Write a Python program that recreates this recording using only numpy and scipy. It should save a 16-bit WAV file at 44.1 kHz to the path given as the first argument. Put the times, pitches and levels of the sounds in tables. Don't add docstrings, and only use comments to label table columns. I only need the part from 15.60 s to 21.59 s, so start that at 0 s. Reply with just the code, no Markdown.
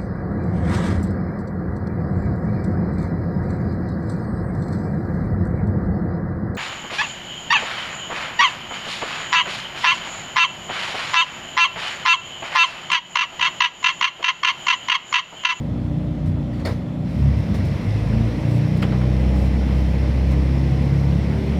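import sys
import numpy as np
from scipy import signal
from scipy.fft import rfft, irfft, next_fast_len
from scipy.io import wavfile
from scipy.ndimage import uniform_filter1d, map_coordinates

SR = 44100
rng = np.random.default_rng(int(sys.argv[2]) if len(sys.argv) > 2 else 0)


def ratio(d):
    e = np.asarray(d, float) / 20
    return 10 ** e


def master(y):
    cut = np.clip(np.atleast_2d(y).T, -1, 1)
    pcm = np.round(cut * 32767)
    wavfile.write(sys.argv[1], SR, pcm.astype(np.int16))


N = 264159

# (time [s], rate [Hz])
IDLE_SPEED = [(0.0, 30.34), (.3, 30.05), (.75, 30.15), (.92, 29.7), (1.36, 30.42)]
SHUDDER_SPEED = [(1.5, 33.23), (1.66, 34.46), (1.8, 35.5), (1.96, 33.24), (2.1, 35.4), (2.24, 33.8)]
PULL_SPEED = [(1.75, 20.08), (1.91, 22.37), (2.12, 24.32), (2.39, 26.88), (2.66, 28.35), (2.92, 29.61),
              (3.4, 31.37), (3.75, 32.14), (4.25, 32.73), (4.9, 33.54), (5.37, 34.36), (5.99, 35.76)]
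# (order [multiple], level [dB])
IDLE_STRONG = [(2, -33), (3, -35.5), (6, -33.5)]
SHUDDER_STRONG = [(2, -36), (3, -39), (4, -40)]
PULL_STRONG = [(2, -20.5), (4, -20.5), (6, -26)]
# (frequency [Hz], level [dB])
IDLE_REACH = [(120, -3), (150, 1), (180, 0), (210, -14), (240, 0), (270, -18)]
SHUDDER_REACH = [(170, -6), (205, 3.5), (240, -8.5)]
PULL_REACH = [(85, 0.5), (100, 2), (140, 3.5), (175, 1.5), (200, -3), (230, -4.5), (265, -12.5), (300, -9),
              (345, -11.5), (385, -21.5), (460, -14.5), (540, -18), (600, -23), (850, -27)]
# (middle [s], length [s], order [multiple], gain [dB])
IDLE_SWELLS = [(.72, 0.19, 3, 12.5), (1.63, 0.99, 2, -14), (1.6, 0.71, 3, -10), (1.45, 0.79, 6, 4.5),
               (1.095, 0.21, 3, 6), (0.34, 0.23, 5, 5.5), (.68, 0.22, 5, 6), (0.95, .2, 6, -7),
               (1.1, 0.26, 4, 5.5), (1.83, .6, 8, -10), (1.09, .35, 5, -6), (1.3, .3, 2, -4),
               (0.49, .15, 4, 6)]
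SHUDDER_JOLTS = [(1.685, 0.37, 2, 19), (1.65, 0.23, 3, 15.5), (1.658, 0.19, 4, 24), (1.635, 0.4, 6, 8),
                 (1.79, .1, 3, 18), (1.95, 0.18, 2, 12), (1.97, .25, 3, 10), (1.95, 0.18, 6, 6.5),
                 (2.1, 0.18, 4, 14.5), (1.55, .2, 7, 11)]
PULL_BOOMS = [(1.95, 0.23, 10, 12), (2.57, 0.28, 8, 12.5), (2.85, 0.25, 5, 2.5), (3.1, 0.27, 10, 6),
              (3.35, 0.68, 11, 4.5), (3.7, 0.26, 16, 9.5), (3.85, 1, 26, 10), (4.0, 0.37, 14, 0),
              (4.55, 0.4, 9, 7.5), (5.05, 0.57, 10, 4.5), (5.05, 0.94, 16, 2), (5.1, 0.56, 7, 5.5),
              (5.2, 0.48, 22, 12), (5.5, 1, 13, 5), (5.65, 0.76, 5, 6.5), (5.85, 0.57, 11, 16.5),
              (5.85, 0.57, 8, 7), (4.4, 0.45, 5, 2.5), (3.3, 0.32, 7, 5), (1.95, .45, 6, -7),
              (2.97, .45, 2, -5), (2.3, 0.25, 6, 3), (2.78, .12, 4, -8), (4.15, .2, 4, 6), (4.45, .3, 4, 4),
              (5.9, .5, 3, -4), (5.9, 0.36, 4, 2), (4.7, .2, 4, 3.5)]
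# (centre [Hz], width [Hz], level [dB])
AIR_MODES = [(55.5, 5.2, -3.5), (64.08, 3.9, 1.5), (66.7, 3.63, 1.5), (69.35, 1.7, -1), (72.1, 3.43, -1),
             (93.2, 8.7, -2.5), (105.3, 5.8, 1), (111.9, 4.2, 0), (119, 4.7, 2), (125.64, 6.2, -0.5),
             (137.36, 5.64, 2), (185, 10.9, 2.5), (193.6, 5.6, -1.5), (212.3, 11.4, -3)]

# (frequency [Hz], level [dB per Hz])
RUMBLE_COLOUR = [(18, -39), (30, -31), (69, -1), (150, 2.5), (308, -9.5), (372, -21.5), (420, -37),
                 (550, -49), (920, -120)]
DRONE_COLOUR = [(190, -20), (330, 0.5), (415, -3), (522, -0.5), (758, -7), (794, -8.5), (987, -14.5),
                (1300, -42), (1690, -47), (2860, -120)]
CLATTER_IDLE_COLOUR = [(530, -17.5), (900, -15.5), (964, -7), (1390, -8.5), (1480, -12.5), (1870, -12),
                       (2770, -16.5), (3120, -16.5), (3400, -16.5), (3840, -20.5), (7000, -33.5),
                       (9100, -64), (15400, -120)]
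CLATTER_LOAD_COLOUR = [(530, -31), (900, -2.5), (989, -0.5), (1340, -5.5), (1700, -5.5), (2030, -2),
                       (2840, -8.5), (3180, -10.5), (3290, -12), (3940, -12), (4600, -15), (5500, -13),
                       (7000, -32.5), (9100, -47), (15400, -120)]
PUFF_COLOUR = [(180, -28), (300, 1.5), (424, -7.5), (544, -0.5), (795, -14.5), (908, -11.5), (1700, -17.5),
               (1970, -12), (3130, -24), (4510, -19), (7160, -41), (8730, -41), (15600, -58)]
HISS_COLOUR = [(3410, -17.5), (5800, -7.5), (6980, -7), (10400, -10.5), (15600, -17.5)]
RUSTLE_COLOUR = [(5500, -30), (7000, -0.5), (9500, -2), (12000, -9), (14500, -5), (16000, -13)]
# (middle [s], length [s], gain [dB])
SMOOTH_ROAD = [(1.35, 0.23, -0.5), (2.08, .4, -1.5), (2.85, 0.47, -2), (3.47, 0.43, -7), (4.9, 0.31, -2)]

# (centre [Hz], width [Hz], level [dB])
BLOCK_MODES = [(1990, 210, 0), (2686, 75, -3), (3105, 47, -3.5), (3458, 48, -2.5), (4170, 84, -7.5),
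               (5280, 90, -12), (5460, 60, -12), (10900, 960, -29.5)]
TRIM_MODES = [(1120, 310, -1), (1610, 450, 1.5)]
SNAP_MODES = [(2040, 860, -5), (3150, 510, 0)]
THUD_MODES = [(480, 113, -3), (677, 260, -7.5), (976, 230, -10.5)]

# (start [s], peak [dB], held [s], time to fade 60 dB [s], extra fizz [dB])
PUFFS = [(.659, -38, .015, .15, -15), (.996, -36.5, 0.016, 0.2, -20), (1.05, -21, 0.019, 0.35, -20),
         (1.942, -29.5, 0.014, 0.2, -15), (.93, -38, 0.054, 0.17, -22.5), (2.049, -41, .015, .12, -6),
         (3.169, -38, .005, 0.065, -5.5), (3.22, -26.5, 0.005, 0.12, -16),
         (3.225, -30, 0.0055, 0.055, -14.5), (1.054, -33, 0.007, 0.055, -7), (4.708, -29, 0.016, .1, -17.5)]
# (time [s], level [dB])
CLACKS = [
    (1.051, -28.5),
    (1.069, -32),
]
# (frequency [Hz], level [dB], time to fade 60 dB [s])
VALVE_TONES = [(1320, -6, 0.046), (2000, -18, .04), (4400, 2.5, 0.028), (5170, -5, .025)]
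# (time [s], peak [dB], time to fade 60 dB [s], thud [dB])
KNOCKS = [(1.069, -22.5, 0.086, 2), (1.089, -32.5, 0.07, 4), (1.943, -27, 0.092, -3),
          (3.225, -15, 0.095, -5), (3.267, -29, 0.077, 0), (3.321, -22.5, 0.11, 2), (3.411, -23, 0.069, -3),
          (3.62, -35.5, 0.084, 6), (4.089, -28, 0.082, 1), (5.273, -36, 0.083, -3), (5.923, -29, 0.071, -4)]
# (middle [s], length [s], level [dB])
RUSTLES = [(1.565, .2, -65.5), (1.797, .08, -65), (2.937, 0.13, -58), (3.812, .16, -58.5), (4.13, .14, -64),
           (4.93, .07, -70)]
# (start [s], length [s], level [dB])
SQUEAKS = [
    (3.569, 0.05, -74),
    (4.172, 0.062, -64),
]
# (frequency [Hz], level [dB])
FAN_TONES = [(298, -39), (571, -53), (597, -50.5), (3451, -71.5), (7424, -80)]


def unit(x):
    return x / np.sqrt(np.mean(x ** 2) + 1e-20)


def along(points, hz):
    f, v = np.transpose(points)
    return np.interp(np.log(hz + 1), np.log(f + 1), v)


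def speed(rows):
    s, hz = np.transpose(rows)
    return np.interp(np.arange(N) / SR, s, hz)


def wobble(rate):
    knots = rng.standard_normal(int(N * rate / SR) + 4)
    return map_coordinates(knots, [np.arange(N) * rate / SR])


def between(start, stop, ease):
    t = np.arange(N) / SR
    return np.clip(np.minimum(t - start, stop - t) / ease, 0, 1)


def swell(rows):
    return sum(db * between(s - length / 2, s + length / 2, length / 3) for s, length, db in rows)


def effort(idle_db, full_db):
    since = np.clip(np.arange(N) / SR - 1.417, 0, None)
    return full_db + (idle_db - full_db) * np.exp(-since / 0.23)


def filtered(x, response):
    m = next_fast_len(N + SR // 2)
    return irfft(rfft(x, m) * response(np.fft.rfftfreq(m, 1 / SR)), m)[..., :N]


def resonant(x, modes):
    def response(f):
        total = 0
        for k, (centre, width, db) in enumerate(modes):
            peak = 1j * f * width / (centre * centre - f * f + 1j * f * width)
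            total = total + (-1) ** k * ratio(db) * peak
        return total

    power = np.mean(np.abs(response(np.linspace(1, SR / 2, num=4000))) ** 2)
    return filtered(x, response) / np.sqrt(power)


def rush(colour, patchy_db, gate=1):
    z = signal.stft(rng.standard_normal(N), nperseg=512)[2]
    field = uniform_filter1d(rng.standard_normal(z.shape), size=5, axis=0)
    field = uniform_filter1d(field, size=10, axis=1)
    patched = signal.istft(z * ratio(patchy_db * unit(field)), nperseg=512)[1][:N]
    return unit(filtered(patched * gate, lambda hz: ratio(along(colour, hz))))


def air_gain_db(hz, modes):
    power = sum(ratio(2 * db) / (1 + (2 * (hz - centre) / width) ** 2) ** 2 for centre, width, db in modes)
    return 10 * np.log10(power)


def orders(rows, strong, rest_db, reach, count, waver_db, drift, booms, modes=None):
    firing_hz = speed(rows)
    turn = 2 * np.pi * np.cumsum(firing_hz) / SR
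    strong_db = {round(k): db for k, db in strong}
    total = np.zeros(N)
    for k in range(2, count):
        boom_db = swell([(s, length, db) for s, length, order, db in booms if round(order) == k])
        waver = waver_db * wobble(5)
        if k not in strong_db:
            level_db = boom_db + waver + rest_db + along(reach, k * firing_hz)
        elif modes:
            level_db = boom_db + 0.4 * waver + strong_db[k] + air_gain_db(k * firing_hz, modes)
        else:
            level_db = boom_db + waver + strong_db[k]
        phase = rng.uniform(0, 2 * np.pi) + drift * wobble(8)
        total += np.sqrt(2) * ratio(level_db) * np.sin(k * turn + phase)
    return total


def pulling():
    rest_db = -32.5 - 7 * between(1.85, 2.55, ease=0.17)
    lines = orders(PULL_SPEED, PULL_STRONG, rest_db, PULL_REACH, count=28, waver_db=2.2, drift=.1,
                   booms=PULL_BOOMS, modes=AIR_MODES)
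    return between(1.76, 7, ease=0.17) * lines


def idling():
    lines = orders(IDLE_SPEED, IDLE_STRONG, -33, IDLE_REACH, count=10, waver_db=1.5, drift=.08,
                   booms=IDLE_SWELLS)
    return between(-1, 1.99, ease=0.18) * lines


def shudder():
    lines = orders(SHUDDER_SPEED, SHUDDER_STRONG, -38.5, SHUDDER_REACH, count=8, waver_db=1, drift=.15,
                   booms=SHUDDER_JOLTS)
    return between(1.5, 2.24, ease=0.055) * lines


def firing_throb():
    firing_hz = np.where(np.arange(N) < 2 * SR, speed(IDLE_SPEED), speed(PULL_SPEED))
    return 1 + 0.056 * np.cos(4 * np.pi * np.cumsum(firing_hz) / SR + 0.38 * wobble(28))


def clatter(throb):
    load = np.clip((np.arange(N) / SR - 1.44) / 0.031, 0, 1)
    surge_db = 1.9 * between(1.46, 1.5, ease=0.033)
    level_db = effort(-50.5, -42.5) + surge_db
    idle = rush(CLATTER_IDLE_COLOUR, patchy_db=1.0, gate=throb)
    loaded = rush(CLATTER_LOAD_COLOUR, patchy_db=1.1, gate=throb)
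    blend = np.sqrt(1 - load) * idle + np.sqrt(load) * loaded
    ringing = resonant(throb * rng.standard_normal(N), BLOCK_MODES)
    return ratio(level_db + 1.0 + 0.18 * wobble(14)) * blend + ratio(level_db - 8.0) * ringing


def body():
    throb, shake = firing_throb(), wobble(7.5)
    rumble_db = effort(-24, -21) + swell(SMOOTH_ROAD) - 4.0 + 0.61 * shake
    drone_db = effort(-38.5, -35.5) - 1.0 + 0.26 * shake
    rumble = ratio(rumble_db) * rush(RUMBLE_COLOUR, patchy_db=0.5)
    drone = ratio(drone_db) * rush(DRONE_COLOUR, patchy_db=0.7, gate=throb)
    return rumble + drone + clatter(throb)


def puffs():
    t = np.arange(N) / SR
    jets, fizz = np.zeros(N), np.zeros(N)
    for s, db, held, t60, fizz_db in PUFFS:
        jet = (t > s) * ratio(db - 7.5 - 60 * np.clip(t - s - held, 0, 1) / t60)
        jets += jet
        fizz += jet * ratio(fizz_db)
    sputter = ratio(0.92 * wobble(120))
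    return sputter * (jets * rush(PUFF_COLOUR, patchy_db=2.5) + fizz * rush(HISS_COLOUR, patchy_db=4.0))


def valve():
    out, t = np.zeros(N), np.arange(SR // 8) / SR
    for s, db in CLACKS:
        ring = np.zeros(len(t))
        for hz, level, t60 in VALVE_TONES:
            ring += ratio(level + rng.normal(0, 2) - 60 * t / t60) * np.sin(2 * np.pi * hz * t)
        out[round(s * SR):][:len(t)] += ratio(db) * ring * np.clip(t / .002, 0, 1)
    return out


def knocks():
    t = np.arange(N) / SR
    blows, snaps, thuds = np.zeros(N), np.zeros(N), np.zeros(N)
    for s, db, t60, thud_db in KNOCKS:
        fade_db = -60 * np.clip(t - s, 0, 1) / t60
        blow = between(s - .001, s + 1, ease=0.003) * ratio(db - 11.0 + fade_db)
        blows += blow
        snaps += blow * ratio(db + 16.0)
        thuds += np.sqrt(blow) * ratio(db / 2 + thud_db - 3.0) * between(0, s + .15, ease=.1)
    rattle = np.zeros(N)
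    for drive, modes in [(blows, TRIM_MODES), (snaps, SNAP_MODES), (thuds, THUD_MODES)]:
        rattle += resonant(drive * rng.standard_normal(N), modes)
    return filtered(rattle, lambda hz: 1 / (1 + 1j * hz / 4500) ** 2)


def whine():
    t = np.arange(N) / SR
    level = ratio(-56.5 + 1.3 * wobble(6.5)) * between(3.2, 4.6, ease=0.17)
    return level * np.sin(2 * np.pi * 3115 * t + 1.003 * wobble(25))


def rustle():
    t = np.arange(N) / SR
    swells = sum(ratio(db) * between(s - length / 2, s + length / 2, ease=.03) for s, length, db in RUSTLES)
    held = sum(ratio(db) * between(s, s + length, ease=.012) for s, length, db in SQUEAKS)
    hiss = ratio(effort(-71, -61.5) + 2.0 + .5 * wobble(16)) * rush(HISS_COLOUR, patchy_db=1.0)
    crackle = rush(RUSTLE_COLOUR, patchy_db=1.2, gate=ratio(1.2 * wobble(150)))
    return hiss + swells * crackle + held * np.sin(2 * np.pi * 12900 * t)


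def fan():
    t = np.arange(N) / SR
    tones = np.zeros(N)
    for hz, db in FAN_TONES:
        level_db = db + 2.5 * wobble(3.72) + (hz > 1000) * effort(0, -5)
        tones += np.sqrt(2) * ratio(level_db) * np.sin(2 * np.pi * hz * t + .5 * wobble(7))
    return tones * ratio(-7 * between(4.78, 7, ease=0.23))


def scene():
    engine = pulling() + idling() + shudder() + body() + whine()
    return (engine + puffs() + valve() + knocks() + rustle() + fan())[None]


def band_limit(x):
    return signal.sosfilt(signal.butter(12, 15710, fs=SR, output="sos"), x)


def record(dry):
    return band_limit(dry)


dry = scene()
out = record(dry)
master(out)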